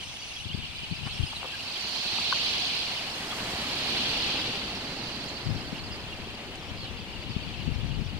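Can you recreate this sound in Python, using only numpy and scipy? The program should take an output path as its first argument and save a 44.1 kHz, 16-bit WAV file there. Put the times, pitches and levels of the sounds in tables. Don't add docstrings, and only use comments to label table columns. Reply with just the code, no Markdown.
import sys
import numpy as np
from scipy import signal
from scipy.fft import rfft, irfft, next_fast_len
from scipy.io import wavfile

SR = 44100
rng = np.random.default_rng(int(sys.argv[2]) if len(sys.argv) > 2 else 0)


def pcm_store(signal):
    levels = np.round(np.clip(np.atleast_2d(signal), -1, 1) * 32767)
    wavfile.write(sys.argv[1], SR, levels.astype(np.int16).T)


N = 361179
TIME = np.arange(N) / SR


def undb(db):
    return 10 ** (np.asarray(db) / 20)


def unit(x):
    return x / np.sqrt(np.mean(x ** 2) + 1e-18)


def curves(table):
    times, *columns = np.transpose(table)
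    return [np.interp(TIME, times, column) for column in columns]


def shape(x, gain):
    size = next_fast_len(x.shape[-1], real=True)
    hz = np.maximum(np.arange(size // 2 + 1) * SR / size, 1)
    return irfft(rfft(x, size) * gain(hz), size)[..., :x.shape[-1]]


def colour(x, points, power=1):
    hz, db = np.transpose(points)
    return shape(x, lambda f: undb(power * np.interp(np.log(f), np.log(hz), db)))


def band(x, hz, octaves):
    return shape(x, lambda f: np.exp(-(np.log2(f / hz) / octaves) ** 2 / 2))


def walk(rate):
    return 1.2 * np.interp(TIME * rate, np.arange(8192), rng.standard_normal(8192))


def add(out, s, sound):
    part = out[..., max(int(s * SR), 0):][..., :sound.shape[-1]]
    part += sound[..., :part.shape[-1]]


def swell(length):
    return unit(np.sin(np.linspace(0, np.pi, max(int(length * SR), 8))))


def pan(db):
    return undb(np.array([db, -db]) / 2)


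def spread(pair, alike_hz=1150):
    likeness = lambda f: 0.2 + 0.84 / (1 + (f / alike_hz) ** 2)
    mid = shape(pair[0], lambda f: np.sqrt(1 + likeness(f)))
    side = shape(pair[1], lambda f: np.sqrt(np.clip(1 - likeness(f), 0, 1)))
    return unit(np.array([np.roll(mid + side, 4), mid - side]))


def echoes(x, fade_s, echo_db):
    t = np.arange(SR // 4) / SR
    tail = rng.standard_normal((2, len(t))) * np.exp(-np.log(1000) * t / fade_s)
    tail /= np.sqrt(np.sum(tail ** 2, axis=1, keepdims=True))
    bounced = signal.oaconvolve(x, tail, axes=1)[:, :N]
    return (x + undb(echo_db) * bounced) / np.sqrt(1 + undb(2 * echo_db))


def nearness(s, width):
    return 1 / (1 + ((TIME - s) / width) ** 2)


def wheeling(s, width):
    return np.exp(-((TIME - s) / width) ** 2)


# (time when nearest [s], half-width [s], wings [dB], trills [dB], peeps [dB], lean to the left [dB])
PASSING_GROUPS = [(2.05, 0.43, -49.5, -47, -39.5, -1.5), (2.5, 0.56, -46, -36, -35, -2.5),
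                  (3.47, 0.22, -43.5, -67, -48, 1), (4.14, 0.55, -42, -35.5, -36.5, -1.5),
                  (5.1, 0.34, -52.5, -50, -45, -5.5), (7.45, 0.3, -66, -52.5, -54, 6)]
# (time [s], wings [dB], trills [dB], peeps [dB], lean to the left [dB])
DISTANT_FLOCK = [(0, -54.5, -46, -53.5, 0), (1.4, -64, -44.5, -50.5, 0.5), (5.6, -51, -51, -51, 0),
                 (6.6, -51.5, -51, -56.5, 5.5), (8.19, -53, -51.5, -55, 4.5)]


def flock(part, rise_and_fall, steepness, lead_s=0, crossing_db=2):
    column = ["wings", "trills", "peeps"].index(part)
    *far_db, far_pan_db = curves(DISTANT_FLOCK)
    power = undb(far_db[column]) ** 2
    lean = power * far_pan_db
    for s, width, *levels_db, pan_db in PASSING_GROUPS:
        group = undb(levels_db[column]) ** 2 * rise_and_fall(s - lead_s, width) ** steepness
        right_to_left = crossing_db * np.tanh((TIME - s) / width)
        power += group
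        lean += group * (pan_db + right_to_left)
    return 10 * np.log10(power), lean / power


def strokes(length, scatter_db, birds):
    power = np.zeros(N)
    for pace, start in rng.random((birds, 2)):
        beats = (np.arange(140) + start) / (10 + 5 * pace)
        beats = beats[beats < TIME[-1]]
        power[(beats * SR).astype(int)] += undb(2 * scatter_db * rng.standard_normal(len(beats)))
    power = np.abs(signal.oaconvolve(power, swell(length) ** 2, "same"))
    return unit(np.sqrt(power)) * rng.standard_normal((2, N))


# (frequency [Hz], relative level [dB])
PUFF_TONE = [(25, -4), (60, 0), (130, 2), (250, 3), (380, 0), (560, -4.5), (4000, -29), (16000, -38)]
SWISH_TONE = [(250, -47), (500, -11.5), (720, -2), (1050, -5), (1400, -7), (2100, -5), (3500, -8),
              (16000, -39)]
FEATHER_TONE = [(2000, -5), (5000, 5.5), (6600, 0.5), (8800, -1), (11000, -8.5), (13500, -10.5),
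                (16000, -17)]
# (frequency [Hz], level change [dB])
TREBLE_LOSS = [(8000, -2.5), (11000, -5), (16000, -9)]


def wings(turn_s=3.93, turn_width_s=1.34):
    wings_db, _ = flock("wings", nearness, steepness=1.185, lead_s=0.021)
    leaving = np.tanh((TIME - turn_s) / turn_width_s)
    puff = spread(colour(strokes(0.019, scatter_db=1.5, birds=60), PUFF_TONE))
    puff *= undb(2.5 + 4 * leaving)
    swish = spread(colour(strokes(0.048, scatter_db=4.5, birds=160), SWISH_TONE)) * undb(5)
    hiss = spread(colour(strokes(0.004, scatter_db=5, birds=350), FEATHER_TONE))
    hiss *= undb(-4 - 3 * leaving)
    gone = np.clip(2 * leaving, 0, 1)
    return (puff + swish + (1 - gone) * hiss + gone * colour(hiss, TREBLE_LOSS)) * undb(wings_db)


def crowd(centre_hz, range_octaves, scatter_db, count, samples):
    chance = np.clip(rng.standard_normal((count, 5)), -2.2, 2.2).astype(np.float32)
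    pitch, glide, arch, near, direction = chance.T[..., None]
    starts = (np.arange(count) + 4 * rng.random(count)) % count * (N + samples) / count
    slots = (starts.astype(int)[:, None] + np.arange(samples)).ravel()
    u = np.linspace(-1, 1, samples, dtype=np.float32)
    hz = centre_hz * 2 ** (range_octaves * pitch)
    bent_time = u - 0.04 * (glide + 0.4) * u ** 2 - 0.04 * (arch + 0.5) * u ** 3
    phase = np.pi * samples / SR * hz * bent_time
    envelope = undb(scatter_db * np.minimum(near, 1)) * (1 - u ** 2)
    left_lag = 2 * np.pi * hz * (4 + 4.5 * direction) / SR
    sides = (envelope * np.sin(p) for p in (phase - left_lag, phase))
    mixed = np.array([np.bincount(slots, notes.ravel(), N + 2 * samples) for notes in sides])
    return unit(mixed[:, samples:N + samples])


def chorus():
    trills_db, trills_pan_db = flock("trills", wheeling, steepness=1.88)
    peeps_db, peeps_pan_db = flock("peeps", wheeling, steepness=1.88, lead_s=0.017)
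    trills = crowd(2824, range_octaves=0.1744, scatter_db=-1, count=5500, samples=750)
    trills *= undb(trills_db + 1 + 0.5 * walk(10))
    peeps = crowd(4357, range_octaves=0.099, scatter_db=2.5, count=9000, samples=540)
    peeps *= undb(peeps_db + 2 + 0.5 * walk(13))
    excited = crowd(3393, range_octaves=0.161, scatter_db=2, count=8000, samples=450)
    excited *= undb(1.5 * trills_db + 19.5)
    shrill = crowd(5340, range_octaves=0.15, scatter_db=-1.5, count=13000, samples=180)
    shrill *= undb(1.19 * peeps_db - 1.5)
    return (trills + excited) * pan(trills_pan_db + 6) + (peeps + shrill) * pan(peeps_pan_db)


def chirp(length, start_hz, end_hz, rough_octaves, trill_hz, arch_octaves=0.032):
    envelope = swell(length)
    progress = np.linspace(0, 1, len(envelope))
    zigzag = rng.standard_normal(96) + (-1) ** np.arange(96)
    shake = np.interp(2 * trill_hz * length * progress, np.arange(96), zigzag)
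    bend = arch_octaves * np.sin(np.pi * progress) + rough_octaves * shake
    hz = start_hz * (end_hz / start_hz) ** progress * 2 ** bend
    return envelope * (1 + 0.25 * shake) * np.sin(2 * np.pi * np.cumsum(hz) / SR)


def chatter(centre_hz, range_octaves, fall_octaves, scatter_db, count=460):
    out = np.zeros((2, N))
    for k, (when, span, pitch, glide, near, direction) in enumerate(rng.uniform(-1, 1, (count, 6))):
        hz = centre_hz * 2 ** (range_octaves * pitch)
        fall = 2 ** (fall_octaves * (0.6 + glide) / 2)
        note = chirp(0.021 + 0.011 * span, hz * fall, hz / fall, rough_octaves=0.05, trill_hz=150)
        note *= undb(scatter_db * near - 6 * pitch ** 2)
        left = np.roll(note, int(4 + 6 * direction))
        add(out, (k + 2 * when) / count * TIME[-1], np.array([left, note]))
    return unit(out)


def stragglers():
    _, trills_db, peeps_db, pan_db = curves(DISTANT_FLOCK)
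    trills = chatter(2870, range_octaves=0.26, fall_octaves=0.16, scatter_db=4) * undb(trills_db)
    peeps = chatter(4380, range_octaves=0.28, fall_octaves=0.26, scatter_db=4.5) * undb(peeps_db)
    voices = trills * pan(pan_db + 1.5) + peeps * pan(pan_db - 2.5)
    return echoes(voices, fade_s=0.08, echo_db=-5) * undb(-0.3)


# (time [s], length [s], starting pitch [Hz], squeal level [dB], hiss level [dB])
THIN_SQUEALS = [(0, 0.44, 8750, -55, -50.3), (0.57, 0.48, 8150, -60.5, -61), (1.05, 0.34, 8450, -54, -59)]


def squeals(rise_octaves_per_s=0.27, fade_s=0.06):
    out = np.zeros(N)
    waver = 1 + 0.016 * walk(45) + 0.022 * walk(300) + 0.021 * walk(2000)
    flicker_db = 2.6 * walk(50)
    hiss = unit(band(rng.standard_normal(N), hz=5700, octaves=0.19))
    for s, length, start_hz, squeal_db, hiss_db in THIN_SQUEALS:
        hz = start_hz * waver * 2 ** (rise_octaves_per_s * np.clip(TIME - s, 0, length))
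        envelope = np.clip(np.minimum(TIME - s, s + length - TIME) / fade_s + 0.5, 0, 1)
        tone = undb(squeal_db + flicker_db) * np.sin(2 * np.pi * np.cumsum(hz) / SR)
        out += envelope * (tone + undb(hiss_db) * hiss)
    return out


# (time [s], length [s], starting pitch [Hz], end pitch [Hz], relative level [dB])
NEAR_CALLS = [(0.01, 0.069, 7200, 8700, -63), (0.526, 0.023, 3100, 3350, -46.5),
              (1.031, 0.13, 2850, 3140, -46), (1.104, 0.022, 4230, 3680, -43),
              (1.139, 0.025, 4870, 5550, -48), (1.257, 0.024, 5030, 4500, -45),
              (1.349, 0.027, 4050, 3760, -38.5), (1.524, 0.047, 1646, 1460, -46.5),
              (2.949, 0.043, 3040, 2970, -37), (3.108, 0.023, 5250, 5350, -45),
              (3.148, 0.019, 6100, 6200, -51), (3.306, 0.019, 3210, 3300, -37.5),
              (5.277, 0.025, 7350, 5900, -51), (5.645, 0.02, 5200, 4000, -52),
              (5.74, 0.034, 2930, 2490, -45), (5.785, 0.034, 4500, 3930, -44),
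              (5.91, 0.04, 4920, 4430, -47), (6.116, 0.027, 3010, 2590, -42),
              (6.966, 0.021, 3070, 2670, -47), (7.289, 0.023, 5000, 4450, -51),
              (7.591, .04, 3040, 2700, -45), (7.896, 0.035, 3310, 2460, -48)]


def calls():
    out = np.zeros(N)
    for s, length, start_hz, end_hz, db in NEAR_CALLS:
        rough_octaves = 0.024 + 0.14 * abs(np.log2(end_hz / start_hz))
        add(out, s, undb(db + 3.5) * chirp(length, start_hz, end_hz, rough_octaves, trill_hz=160))
    return out


# (frequency [Hz], relative level [dB])
WIND_TONE = [(15, -8), (40, -1), (90, 2), (140, -1.5), (220, -10), (350, -23), (600, -45), (6000, -95)]
# (time of the peak [s], half-width [s], relative level [dB])
WIND_GUSTS = [(.1, .2, -52.5), (.58, 0.17, -43), (1.07, 0.21, -41), (5.85, 0.28, -40), (6.85, 0.16, -42),
              (7.55, 0.38, -38.5), (7.92, 0.21, -30)]
# (time [s], length [s], level on the left [dB])
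WIND_SWIRLS = [(0.451, 0.026, -34), (.49, 0.025, -38), (0.54, 0.02, -26.5), (0.567, 0.045, -35),
               (0.627, 0.032, -41.5), (0.827, 0.013, -36), (0.906, 0.035, -28), (0.991, 0.081, -36.5),
               (1.057, 0.029, -32.5), (1.152, 0.022, -35), (1.186, 0.039, -24.5), (1.224, 0.027, -23.5),
               (5.446, 0.053, -27.5), (5.483, 0.058, -26), (5.528, 0.072, -31.5), (5.721, 0.019, -30),
               (6.693, 0.037, -36), (7.29, 0.024, -33), (7.364, 0.01, -20.5), (7.43, 0.091, -37),
               (7.666, 0.033, -24.5), (7.958, 0.085, -29.5)]


def wind(calm_db=-60, steepness=1.46, shelter_db=-23.5):
    gusts = sum(undb(db) ** 2 * nearness(s, width) ** steepness for s, width, db in WIND_GUSTS)
    breeze_db = 10 * np.log10(undb(calm_db) ** 2 + gusts)
    rumble = unit(colour(rng.standard_normal((2, N)), WIND_TONE))
    rumble *= undb(breeze_db + 2 + 2.05 * walk(35))
    swirl = shape(colour(rng.standard_normal((2, N)), WIND_TONE), lambda f: f / (f + 160))
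    for s, length, db in WIND_SWIRLS:
        envelope = swell(length)
        thump = np.array([unit(envelope * side[int(s * SR):][:len(envelope)]) for side in swirl])
        add(rumble, s, undb(db) * thump)
    left, right = rumble
    return np.array([left, undb(shelter_db) * right])


# (time [s], length [s], centre frequency [Hz], level [dB])
WING_SNAPS = [(1.05, 0.049, 1080, -45.5), (1.322, 0.02, 840, -44.5), (1.43, 0.0018, 1004, -32.5),
              (1.432, 0.036, 640, -43.5), (2.184, 0.0091, 840, -37), (3.316, 0.023, 1040, -41),
              (3.385, 0.033, 940, -46), (5.24, 0.0061, 7940, -51.5), (6.554, 0.0053, 7000, -51)]


def flaps(width_octaves=0.21, widening_octaves_per_s=16):
    out = np.zeros(N)
    for s, length, hz, db in WING_SNAPS:
        air = band(rng.standard_normal(4096), hz, width_octaves + widening_octaves_per_s * length)
        envelope = swell(length)
        add(out, s, undb(db) * unit(envelope * air[:len(envelope)]))
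    return np.array([np.roll(out, 2), out]) * pan(9.3)[:, None]


# (pitch [Hz], level [dB])
TOCK_TONES = [(1075, -23.5), (1490, -25)]


def tock(start_s=2.3238, length_s=0.0073):
    envelope = swell(length_s)
    t = TIME[:len(envelope)]
    ring = sum(undb(db) * np.sin(2 * np.pi * hz * t) for hz, db in TOCK_TONES)
    out = np.zeros((2, N))
    add(out, start_s, envelope * ring)
    return echoes(out, fade_s=0.05, echo_db=-13) * pan(8)[:, None]


# (time [s], length [s], starting pitch [Hz], end pitch [Hz], level [dB])
HARSH_CALLS = [(6.762, .135, 4950, 3650, -46.5), (6.81, .11, 3250, 2750, -47.5)]


def buzzes(pulse_hz=85, sweep_octaves=0.38):
    out = np.zeros(N)
    for s, length, start_hz, end_hz, db in HARSH_CALLS:
        envelope = np.sqrt(np.abs(swell(length)))
        n = len(envelope)
        cycle = np.cumsum(pulse_hz * (1 + 0.2 * walk(60)[:n])) / SR % 1
        bend = sweep_octaves * (0.5 - cycle) + 0.04 * walk(1500)[:n]
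        hz = np.geomspace(start_hz, end_hz, n) * 2 ** bend
        pulses = np.sin(np.pi * cycle) ** 2 * np.sin(2 * np.pi * np.cumsum(hz) / SR)
        add(out, s, undb(db) * unit(envelope * pulses))
    return out


def near_birds():
    voices = squeals() + calls() + buzzes()
    return echoes(np.array([np.roll(voices, 2), voices]), fade_s=0.1, echo_db=-3)


# (frequency [Hz], left minus right [dB])
SIDE_BALANCE = [(200, 1), (1300, 0.6), (2400, 0.5), (3200, -4.5), (4400, -5), (8000, -4.5), (15000, -4)]


def scene():
    left, right = wings() + chorus() + stragglers() + near_birds()
    birds = np.array([colour(left, SIDE_BALANCE, power=0.5), colour(right, SIDE_BALANCE, power=-0.5)])
    return birds + flaps() + tock() + wind()


def record(dry, top_hz=15750):
    return signal.sosfilt(signal.ellip(10, 0.1, 80, top_hz, fs=SR, output="sos"), dry)


dry = scene()
out = record(dry)
pcm_store(out)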